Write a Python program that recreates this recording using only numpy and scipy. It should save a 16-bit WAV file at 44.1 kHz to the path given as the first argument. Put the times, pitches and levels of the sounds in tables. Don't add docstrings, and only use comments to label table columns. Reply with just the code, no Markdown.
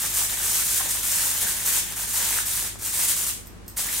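import sys
import numpy as np
from scipy import signal
from scipy.fft import rfft, irfft, next_fast_len
from scipy.io import wavfile
from scipy.ndimage import map_coordinates

SR = 44100
rng = np.random.default_rng(int(sys.argv[2]) if len(sys.argv) > 2 else 0)


def store_wav(level_fs):
    pcm = np.round(np.clip(np.atleast_2d(level_fs), -1, 1) * 32767)
    wavfile.write(sys.argv[1], SR, pcm.T.astype(np.int16))


N = 176400

# start t/s, hold/s, creasing level/dB, flexing level/dB
PRESS_GESTURES = [(-.019, 0.085, -26.5, -40.5), (0.084, 0.045, -31, -46), (0.13, 0.13, -26, -42.5),
                  (.163, 0.013, -21.5, -55), (0.285, 0.057, -28, -39), (0.359, 0.054, -29.5, -39.5),
                  (0.415, 0.14, -25.5, -41), (0.533, 0.091, -24.5, -42), (0.641, .115, -25, -43.5),
                  (0.753, 0.03, -23.5, -45), (0.787, 0.081, -30, -39), (0.88, 0.038, -26, -44),
                  (0.93, 0.071, -29.5, -41), (1.02, 0.1, -26, -43.5), (1.108, 0.21, -25, -40.5),
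                  (1.325, 0.12, -28, -41), (1.403, 0.026, -25.5, -38), (1.46, 0.048, -25.5, -40.5),
                  (1.51, 0.22, -30.5, -42), (1.649, 0.042, -22, -42), (1.716, .07, -23.5, -39),
                  (1.817, 0.12, -36, -45), (1.954, 0.086, -29.5, -42.5), (2.066, 0.11, -29, -51),
                  (2.13, 0.27, -25.5, -38), (2.449, 0.15, -27, -45), (2.607, 0.067, -31.5, -43.5),
                  (2.783, .04, -38.5, -49), (2.811, 0.1, -32, -48), (2.841, 0.028, -27, -47),
                  (2.92, 0.061, -26.5, -42), (2.982, 0.073, -24, -39.5), (3.07, 0.046, -22.5, -40),
                  (3.155, 0.085, -27, -45), (3.255, 0.039, -26.5, -42), (3.762, 0.044, -25.5, -42.5),
                  (3.829, 0.092, -30.5, -43), (3.917, .1, -27.5, -43)]
# f/Hz, level/dB
CREASE_EQ = [(300, -38), (1200, -12), (2500, -14), (3400, -12), (4900, -9.5), (6800, -3), (9100, 0),
             (11000, -3.5), (13600, -2.5), (15500, -5.5)]


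def amp(db):
    return 10 ** (np.asarray(db) / 20)


def unit_rms(x):
    return x / np.sqrt(np.mean(x ** 2) + 1e-20)


def curve_at(points, hz):
    freqs, values = np.transpose(points)
    return np.interp(np.log(hz + 1), np.log(freqs + 1), values)


def wobble(knots_per_s):
    return map_coordinates(rng.standard_normal(256), [np.arange(N) * knots_per_s / SR], mode="wrap")


def filtered(x, response):
    size = next_fast_len(N + SR // 2)
    return irfft(rfft(x, size) * response(np.fft.rfftfreq(size, 1 / SR)), size)[..., :N]


def eq(x, points):
    return filtered(x, lambda hz: amp(curve_at(points, hz)))


def add(track, start_s, sound):
    part = track[..., max(round(start_s * SR), 0):][..., :sound.shape[-1]]
    part += sound[..., :part.shape[-1]]


def decay(t, t60):
    return np.exp(-np.log(1000) * t / t60)


def fridge():
    # f/Hz, level/dB
    partials = [(48.2, -50), (100, -51.5), (86.8, -64), (170, -60.5), (341.4, -63)]
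    t = np.arange(N) / SR
    hum = np.zeros(N)
    for hz, db in partials:
        gain = np.sqrt(2) * amp(db + 1.2 * wobble(1.62))
        hum += gain * np.sin(2 * np.pi * hz * t + 0.23 * wobble(1.42))
    return hum


def room_tone(level_db=-45.5):
    # f/Hz, level/dB
    air_eq = [(25, -11), (65, 4.5), (125, -8.5), (180, -0.5), (280, -6), (400, -7.5), (600, -13),
              (1200, -15), (2500, -20.5), (4000, -25.5), (9000, -27.5), (15000, -44)]
    mid, side = eq(rng.standard_normal((2, N)), air_eq)
    return amp(level_db) * unit_rms(np.array([mid + side, mid - side]))


def kitchen_reverb(x, predelay_s=0.006):
    # f/Hz, t60/s
    decay_times = [(200, .4), (1500, .42), (6000, .39), (11000, .38), (15000, .33)]
    # f/Hz, level/dB
    reverb_eq = [(200, 11), (600, -1.5), (1200, -5), (2500, 4), (8000, 0), (15000, -5.5)]
    hz, t, spectrum = signal.stft(x, SR, nperseg=256)
    tail = decay(t[:200], curve_at(decay_times, hz)[:, None]) ** 2
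    tail /= tail.sum(1, keepdims=True)
    energy = signal.fftconvolve((abs(spectrum) ** 2).mean(0), tail, axes=1)[:, :len(t)]
    noise = signal.stft(rng.standard_normal((2, N)), SR, nperseg=256)[2]
    wash = signal.istft(noise / noise.std() * np.sqrt(abs(energy)), SR, nperseg=256)[1]
    wet = np.zeros((2, N))
    add(wet, predelay_s, wash)
    return eq(wet, reverb_eq)


def bangles(roughness=0.084):
    # t/s, level/dB, low modes over high modes/dB
    touches = [(3.457, -50, 3), (3.47, -42, -10), (3.663, -58, 4), (3.68, -37, -1), (3.698, -50, -5)]
    # f/Hz, level/dB, t60/s
    modes = [(5200, -8, .1), (8180, -1, 0.12), (11500, -2, .1), (12150, 0, .1), (13960, -1, .09),
             (14300, -4, .09), (15430, -7, .09)]
    clinks, t = np.zeros(N), np.arange(SR // 4) / SR
    highpass = signal.butter(2, 5000, "high", fs=SR, output="sos")
    for start, db, low_db in touches:
        tick = amp(7.5) * rng.standard_normal(len(t)) * decay(t, t60=0.019)
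        clink = signal.sosfilt(highpass, tick)
        for hz, mode_db, t60 in modes:
            phase_drift = roughness * np.cumsum(rng.standard_normal(len(t)))
            tilt_db = curve_at([(5000, low_db), (14000, 0)], hz)
            clink += amp(mode_db + tilt_db) * np.sin(2 * np.pi * hz * t + phase_drift) * decay(t, t60)
        add(clinks, start, amp(db - 3) * clink)
    return clinks


def buckling(rise_s=0.00119):
    # t/s, peak level/dB, centre f/Hz, t60/s, mode spread either way/octaves
    buckles = [(0.216, -26.5, 1200, 0.024, 0.46), (.804, -22.5, 1143, 0.061, 0.587),
               (.955, -32, 905, .03, 0.5), (1.183, -25, 1980, 0.02, .4), (1.236, -25, 1600, .015, 0.4),
               (1.429, -30, 845, 0.04, .8), (1.967, -30, 1200, 0.028, 0.83), (1.995, -31, 1010, .03, 0.64),
               (2.325, -23.5, 1940, 0.022, 0.31), (2.386, -18, 1540, .009, .22),
               (2.756, -33, 930, .02, 0.65), (3.01, -35, 1100, .025, .5), (3.888, -25, 2000, .012, 0.14)]
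    pops, t = np.zeros(N), np.arange(SR // 16) / SR
    attack = 1 - np.exp(-(t / rise_s) ** 2)
    for start, db, hz, t60, spread in buckles:
        octaves = spread * (np.linspace(-1, 1, 7) + 0.15 * rng.standard_normal(7))
        modes_hz = hz * 2 ** octaves[:, None]
        pop = np.sin(2 * np.pi * modes_hz * (t - rise_s)).sum(0) * attack * decay(t, t60)
        add(pops, start, amp(db) * pop / abs(pop).max())
    return pops


def snapping():
    # t/s, level/dB
    folds = [(.172, -8), (.289, -16), (1.923, -9), (2.004, -11), (3.842, -18), (3.863, -22), (3.897, -17)]
    snaps, t = np.zeros(N), np.arange(SR // 16) / SR
    for start, db in folds:
        snap = rng.standard_normal(len(t)) * decay(t, t60=0.0038)
        add(snaps, start, amp(db) * snap / 2)
    return eq(snaps, CREASE_EQ)


def finger_pressure(levels_db, attack_s=0.013, release_t60=0.18):
    start, hold = np.transpose(PRESS_GESTURES)[:2, :, None]
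    t = np.arange(0, N, 32) / SR
    age = t - start
    attack = np.clip(age / attack_s, 0, 1)
    release = decay(np.maximum(age - hold, 0), release_t60)
    presses = amp(levels_db[:, None]) * attack * release
    return np.interp(np.arange(N) / SR, t, np.sqrt((presses ** 2).sum(0)))


def swarm(per_s, t60, spread_db, top_hz, tone, grain_samples, hand_pan=0.069, hand_lead_s=3e-6):
    onset, pitch, strength, hand, phase = rng.random((40000, 5))[:int(per_s * N / SR)].T[:, :, None]
    samples = np.arange(grain_samples)
    t = samples / SR
    grain_db = spread_db * np.minimum(-np.log(1 - strength), 3)
    envelope = amp(grain_db) * decay(t, t60)
    positions = ((onset * N).astype(int) + samples).ravel()
    channels = []
    for side in (np.sign(hand - 0.5), np.sign(0.5 - hand)):
        ring = np.sin(2 * np.pi * (top_hz * pitch * (t + side * hand_lead_s) + phase))
        grains = envelope * ring * (1 + side * hand_pan)
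        channels.append(np.bincount(positions, grains.ravel(), N)[:N])
    return unit_rms(eq(np.array(channels), tone))


def crimping():
    # f/Hz, level/dB
    flex_eq = [(120, -21), (330, -15), (550, -5.5), (720, -5.5), (900, 0.5), (1250, -5.5), (1680, 1.5),
               (2500, -6.5), (4000, -1.5)]
    _, _, crease_db, flex_db = np.transpose(PRESS_GESTURES)
    spurts = amp(0.5 * wobble(45))
    creases = swarm(per_s=6500, t60=0.0012, spread_db=1, top_hz=16700, tone=CREASE_EQ, grain_samples=64)
    flexes = swarm(per_s=1000, t60=0.0058, spread_db=2.5, top_hz=3890, tone=flex_eq, grain_samples=256)
    creases *= finger_pressure(crease_db - 0.35)
    flexes *= finger_pressure(flex_db - 0.7)
    return spurts * (creases + flexes)


def scene(right_lead_s=9.1e-6):
    # f/Hz, left over right/dB
    balance = [(300, 2.5), (1000, 0.6), (8000, 1.2), (13000, -0.9)]
    close = crimping() + buckling() + snapping() + bangles()
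    sides = np.array([[0.5], [-0.5]])
    direct = filtered(close, lambda hz: np.exp(-2j * np.pi * hz * sides * right_lead_s))
    in_room = direct + kitchen_reverb(close)
    panned = filtered(in_room, lambda hz: amp(sides * curve_at(balance, hz)))
    return amp(0.5) * panned + fridge() + room_tone()


def record(dry, cutoff_hz=15780):
    return filtered(dry, lambda hz: hz < cutoff_hz)


dry = scene()
out = record(dry)
store_wav(out)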